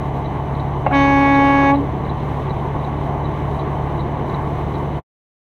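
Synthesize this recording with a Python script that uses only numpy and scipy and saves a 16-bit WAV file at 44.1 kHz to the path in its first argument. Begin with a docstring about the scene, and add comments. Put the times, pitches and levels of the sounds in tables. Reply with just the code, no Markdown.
"""Inside the cab of a diesel truck on a highway, heard from behind the windscreen.
From the start the six-cylinder engine drones, a sum of orders of its cycle rate, under tyre and wind noise;
the turn indicator ticks faintly as short high rings. Then the air valve pops open, the horn's bore rings
roughly, and the diaphragm gives one brassy blast of summed harmonics, turning dull and slightly sharp
as its air runs out. Drone, road and ticks go on until everything fades out."""
import sys
import numpy as np
from scipy import signal
from scipy.fft import rfft, irfft
from scipy.io import wavfile
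from scipy.ndimage import uniform_filter1d

SR = 44100
rng = np.random.default_rng(int(sys.argv[2]) if len(sys.argv) > 2 else 0)


def output_pcm(signal):
    """Save a mono or channel-first signal as 16-bit PCM at the path in sys.argv[1].

    Samples are clipped to [-1, 1] before scaling.
    """
    pcm = np.clip(np.atleast_2d(signal).T, -1, 1) * 32767
    wavfile.write(sys.argv[1], SR, np.round(pcm).astype(np.int16))


N = 246033

CYLINDERS = 6
# the horn's settled note, before its small random wander
HORN_HZ = 277.87
# air pressure in the horn is full from FULL_S until the valve shuts at SHUT_S
FULL_S, SHUT_S = 0.934, 1.701


def horn():
    """The diaphragm chops the air into sharp pulses; at low pressure it grazes its seat, then swings almost as a sine."""
    # horn at full pressure: (harmonic, relative level/dB)
    partials = [(1, 7), (2, -1.5), (3, 4.5), (4, 1), (5, -17), (6, -3), (7, -11), (8, -1.5), (9, -14.5),
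                (10, -22.5), (11, -23), (12, -33.5), (13, -26), (14, -31.5), (15, -39.5), (16, -35.5),
                (17, -49), (18, -42), (19, -49), (20, -40), (21, -45.5), (22, -36), (23, -41.5),
                (24, -61.5), (25, -63), (26, -67.5), (27, -69.5), (28, -63), (29, -59.5), (30, -57.5),
                (31, -69), (32, -58), (33, -69)]
    # highest strong overtone: swinging freely, and what touching the seat adds
    free_hz, touch_hz = 460, 740
    # extra brassiness of the top overtones: held, added by the first surge of air, and that surge's length
    held_brass_db, surge_db, surge_s = 2.2, 4, .16
    # overtones from here upward come in late, the higher the later
    late_from_hz, lag_s_per_hz = 2800, 6.5e-6
    # overtones left while only grazing: level, and their fall per harmonic above the corner harmonic
    graze_db, graze_fall_db, graze_corner = -17, 4, 7.5

    hz, size = blast_controls()
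    phase = 2 * np.pi * np.cumsum(hz * (1 + .0008 * walk(60))) / SR
    # the diaphragm swings wide enough to touch its seat
    touch = gate(start=.907, attack=.02, end=1.765, release=0.022)
    edge_hz = free_hz + touch_hz * touch
    since_full = np.arange(N) / SR - FULL_S
    brass_db = held_brass_db + surge_db * np.exp(-(since_full / surge_s) ** 2)
    tone, power = 0, 0
    for k, partial_db in partials:
        k = round(k)
        swing = 1 / np.sqrt(1 + (k * HORN_HZ / edge_hz) ** 16)
        # striking and grazing make pulses of different shape, so the overtones dip between the two
        strike = pressure(lag_s_per_hz * max(k * HORN_HZ - late_from_hz, 0))
        graze_gain = undb(graze_db - graze_fall_db * max(k - graze_corner, 0))
        graze = touch * (1 - strike) * (1 - swing) * graze_gain
        # the overtones flutter and rasp, the high ones most
        slow_flutter_db = min(.4 + .12 * k, 1.8) * walk(16)
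        rasp_db = .06 * k * walk(110)
        flutter = undb(slow_flutter_db + rasp_db)
        # the flare delays each overtone differently, which smears the pulse
        smear = .13 * k ** 2 + .35 * rng.standard_normal()
        # at full pressure the wave steepens in the bore and the top turns brassy
        brass = undb(brass_db * strike * np.clip((k - 8) / 4, 0, 1))
        full = undb(partial_db) * (swing + (1 - swing) * strike) * brass
        struck_wave = full * np.cos(k * phase - smear)
        grazed_wave = graze * np.cos(k * phase - smear + 2.2)
        tone = tone + flutter * (struck_wave + grazed_wave)
        power += undb(partial_db) ** 2 / 2
    # air hisses through the gap once a cycle
    hiss = noise([(200, -17.5), (900, 0.0), (1400, -6), (2200, -14.5), (2700, -16.0),
                  (3700, -18.5), (4700, -29.5), (9000, -42.5), (15000, -49.0)])
    hiss *= (1 + 0.49 * np.cos(phase)) * pressure()
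    blast = size * (undb(-2.0) * tone / np.sqrt(power) + undb(-25.0) * hiss)
    return cab(blast, wet_db=-25, t60=.3)


def blast_controls():
    """One pull of the cord: pitch and amplitude as the air fills the horn, holds and drains; slack air goes sharp."""
    # level of the held note: (t/s, level/dB)
    hold_levels = [(0.96, -11.5), (1.158, -13), (1.182, -12), (1.666, -12), (1.7, -12)]
    swing_start_s = .9
    # how sharp slack air is, and how long the note takes to settle and to rise again
    sharp_hz, settle_s, rise_s = 4.0, 0.022, 0.033
    t = np.arange(N) / SR
    settling = np.exp(-np.maximum(t - swing_start_s, 0) / settle_s)
    drained = np.maximum(t - SHUT_S, 0)
    rising = 1 - np.exp(-(drained / rise_s) ** 2)
    hold_db, = curves(hold_levels)
    swing = gate(swing_start_s, attack=0.06, end=1.868, release=0.14)
    return HORN_HZ + sharp_hz * (settling + rising), undb(hold_db) * np.sin(np.pi / 2 * swing)


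def pressure(lag=0):
    """Air pressure in the horn, 0-1: it fills (late by lag seconds), holds and drains."""
    fill_s, drain_s = .011, 0.022  # time constants
    t = np.arange(N) / SR
    filling = (np.minimum(t - FULL_S - lag, 0) / fill_s) ** 2
    draining = (np.maximum(t - SHUT_S, 0) / drain_s) ** 2
    return np.exp(-filling - draining)


def valve_pop():
    """The valve cracks open, the air slaps the diaphragm, and the horn rings for a few cycles."""
    # slaps of the first air on the diaphragm: (t/s, relative ring level/dB, relative crack level/dB)
    slaps = [(0.862, -22.5, -13.5), (.8643, -0.5, -22), (.8679, 1.5, -28)]
    # what the horn rings with when slapped: (f/Hz, relative level/dB, t60/s)
    bell_rings = [(548, -19.5, 0.012), (735, 1, 0.041), (845, 1.5, 0.014), (1100, -17.5, 0.02),
                  (1730, -21.5, .015), (2145, -19, 0.031), (2714, -25, 0.033)]
    crack_t60_s = .02
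    t = np.arange(N) / SR
    crack = noise([(200, -26), (500, -14), (850, 2), (1300, -5), (2000, 0), (2350, -8),
                   (2800, -2), (3300, -19), (4300, -23), (5000, -38), (14000, -60)])
    out = 0
    for start, ring_db, crack_db in slaps:
        age = np.maximum(t - start, 0)
        ring = sum(undb(db - 60 * age / t60) * np.sin(2 * np.pi * hz * age) for hz, db, t60 in bell_rings)
        onset = (1 - np.exp(-age / 0.00042)) ** 2
        dying_crack = undb(crack_db - 60 * age / crack_t60_s) * crack
        out = out + onset * (undb(ring_db) * ring + dying_crack)
    return undb(-7.0) * cab(out, wet_db=-6.5, t60=0.12)


def chuff():
    """Before the diaphragm locks to its note, and again as it lets go, rushing air roughly sounds the horn's bore."""
    # bore resonances: (loudest at t/s, swell time constant/s, f/Hz, level/dB)
    bore_rings = [(.914, .015, 736, -22.5), (.936, .015, 1130, -25), (1.782, .02, 848, -33)]
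    t = np.arange(N) / SR

    def swell(at, length):
        """Bell-shaped rise and fall."""
        return np.exp(-((t - at) / length) ** 2)

    air = noise([(200, -13.0), (800, 6.0), (1600, 1), (2200, -7.5), (4000, -35.0), (7000, -44.0), (15000, -49.5)])
    bore = 0
    for at, length, hz, db in bore_rings:
        rough_gain = undb(db + 3.5 * walk(200))
        bore = bore + rough_gain * swell(at, length) * np.sin(2 * np.pi * hz * t + 0.28 * walk(190))
    return bore + undb(-26.5) * swell(.922, .014) * air


def engine(cycle):
    """Three exhaust thumps a cycle with firings between them; unequal cylinders fill the other orders."""
    # cab drone: (multiple of the four-stroke cycle rate, relative level/dB)
    drone_orders = [(3, -21), (4, -11), (6, -1.5), (8, -20), (9, -6), (10, -9), (11, -5.5), (12, 2),
                    (15, -16.5), (18, -14), (21, -34), (24, -24.5), (25, -13)]
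    # drone as the load changes: (t/s, relative level/dB)
    load_levels = [(0, -2.5), (.45, -0.4), (.7, .3), (2.0, -0.6), (3.1, -0.1), (4.2, -0.6), (5.0, -1.3)]
    load_db, = curves(load_levels)
    out = 0
    for order, db in drone_orders:
        order = round(order)
        # the thump orders nearly line up, the others start anywhere
        offset = rng.random() * (1 if order % (CYLINDERS // 2) else .2)
        wave = np.sin(2 * np.pi * (order * cycle + offset) + np.pi / 2)
        out = out + undb(db + .6 * walk(4)) * wave
    return level(out * undb(load_db), -25.0)


def speed_up():
    """Share of the way from the starting cycle rate to the cruising rate."""
    cruise_s = 3.9
    return np.minimum(np.arange(N) / SR / cruise_s, 1)


def road(cycle):
    """Tyre and wind roar, ruffled by turbulence and throbbing a little with the firings; its resonances come and go."""
    # tyres and wind through the cab walls: (f/Hz, relative level per Hz/dB)
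    roar_colour = [(8, -8.5), (35, -3), (150, 2), (260, 0), (400, 1.65), (530, -5.5), (680, -1), (860, -2),
                   (1140, -4), (1270, -17.5), (2100, -20), (2500, -27), (4000, -33), (4600, -45.5),
                   (15000, -54)]
    # narrow resonances in that noise: (f/Hz, width/Hz, rms level before wander and roar curve/dB)
    whistles = [(738, 35, -43.5), (871.5, 22, -41), (2070, 130, -54), (3012, 80, -59.5), (3800, 110, -72),
                (6100, 220, -71)]
    # road over time: (t/s, relative level/dB)
    roar_levels = [(0, -0.6), (.7, -0.5), (2.0, -.1), (3.3, 0), (3.8, 0), (4.85, 0.35), (4.96, -0.5)]
    wander_db = 1.2
    firing_throb = 0.043 * np.cos(2 * np.pi * CYLINDERS * cycle)
    half_rate_throb = 0.06 * np.cos(np.pi * CYLINDERS * cycle)
    throb = 1 + firing_throb + half_rate_throb
    roar_db, = curves(roar_levels)
    roar = level(ruffle(noise(roar_colour), depth_db=1.34, rate=22) * throb, -26.0)
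    rings = sum(undb(db + wander_db * walk(20)) * resonance(hz, width) for hz, width, db in whistles)
    return (roar + rings) * undb(roar_db)


def ruffle(x, depth_db, rate):
    """Turbulence: every octave of a noise flickers on its own, the high ones most."""
    f = np.arange(1, N // 2 + 2) * SR / N
    octave = np.clip(np.log2(f / 100), 0, 6)  # octaves above 100 Hz
    spectrum, out = rfft(x), 0
    for band in range(7):
        band_noise = irfft(spectrum * np.maximum(1 - abs(octave - band), 0), N)
        band_depth_db = depth_db * min(band + 2, 6) / 6
        out = out + band_noise * undb(band_depth_db * walk(rate))
    return out


def resonance(hz, width):
    """Noise ringing in one narrow resonance, rms 1."""
    f = np.arange(N // 2 + 1) * SR / N
    return level(irfft(rfft(rng.standard_normal(N)) / (1 + ((f - hz) / width) ** 2), N), 0)


def indicator():
    """The turn indicator ticks on and off; each tick is a brief, rough, high ring with a weaker tone an octave below."""
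    # ticks of one flash: (t/s from its start, relative level/dB)
    ticks = [(0.2455, -43.5), (.2565, -40), (.5490, -46.5), (0.594, -45), (.5990, -42.5)]
    flash_s, tick_hz, scatter_db = .7492, 3897, 1.5
    t = np.arange(N) / SR
    scrape = .6 * walk(900)  # roughens the ring
    phase = 2 * np.pi * tick_hz * t + scrape
    ring = np.sin(phase) + undb(-1.0) * np.sin(phase / 2)
    out = 0
    for start, db in ticks:
        age = t % flash_s - start  # the ticks repeat once per flash
        out = out + undb(db) * np.exp(-((age - .004) / .0036) ** 2) * ring
    out = out * undb(scatter_db * walk(12))
    return undb(-0.5) * cab(out, wet_db=-2.5, t60=0.069)


def cab(x, wet_db, t60):
    """Direct sound plus the dense, short reflections of the cab."""
    t = np.arange(SR // 4) / SR
    decay = np.exp(-np.log(1000) * t / t60)
    tail = rng.standard_normal(len(t)) * decay * (t > .003)
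    return x + undb(wet_db) * signal.fftconvolve(x, tail / np.linalg.norm(tail))[:N]


def gate(start, attack, end, release):
    """Straight rise from 0 to 1, hold, straight fall; all in seconds."""
    t = np.arange(N) / SR
    return np.clip(np.minimum((t - start) / attack, (end - t) / release), 0, 1)


def noise(points):
    """Noise coloured by points of (f/Hz, relative level/dB), rms 1."""
    f = np.arange(N // 2 + 1) * SR / N + 1
    hz, db = np.transpose(points)
    colour = undb(np.interp(np.log(f), np.log(hz), db))
    return level(irfft(rfft(rng.standard_normal(N)) * colour, N), 0)


def walk(rate):
    """Smooth random wander with spread near 1, from rate random steps a second."""
    k = max(int(SR / rate), 1)
    steps = np.repeat(rng.standard_normal(6000)[:N // k + 1], k)
    return 1.35 * uniform_filter1d(uniform_filter1d(steps, k), k)[:N]


def curves(table):
    """Each column of a time table, sample by sample."""
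    s, *columns = np.transpose(table)
    return [np.interp(np.arange(N) / SR, s, c) for c in columns]


def level(x, db):
    """Scale to an rms level."""
    return x * undb(db) / np.sqrt(np.mean(x ** 2))


def undb(db):
    """Decibels to gain."""
    return 10 ** (np.asarray(db) / 20)


def scene():
    """All sources as heard behind the windscreen."""
    # the four-stroke cycle rate creeps up to cruising speed and stays there
    start_hz, cruise_hz = 11.66, 12.11
    cycle = np.cumsum(start_hz + (cruise_hz - start_hz) * speed_up()) / SR
    return (horn() + valve_pop() + chuff() + engine(cycle) + road(cycle) + indicator())[None]


def record(dry):
    """Overall gain, the closing fade and a steep treble limit."""
    # fade_s: time to fall 60 dB; the curve makes the fall start gently
    fade_start_s, fade_s, fade_curve = 4.985, 0.044, 1.36
    gain_db, top_hz = 1.5, 15600
    faded = np.clip((np.arange(N) / SR - fade_start_s) / fade_s, 0, 2)
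    fade_db = gain_db - 60 * faded ** fade_curve
    treble_limit = signal.ellip(8, .2, 80, top_hz, fs=SR, output="sos")
    return signal.sosfilt(treble_limit, dry * undb(fade_db))


dry = scene()
out = record(dry)
output_pcm(out)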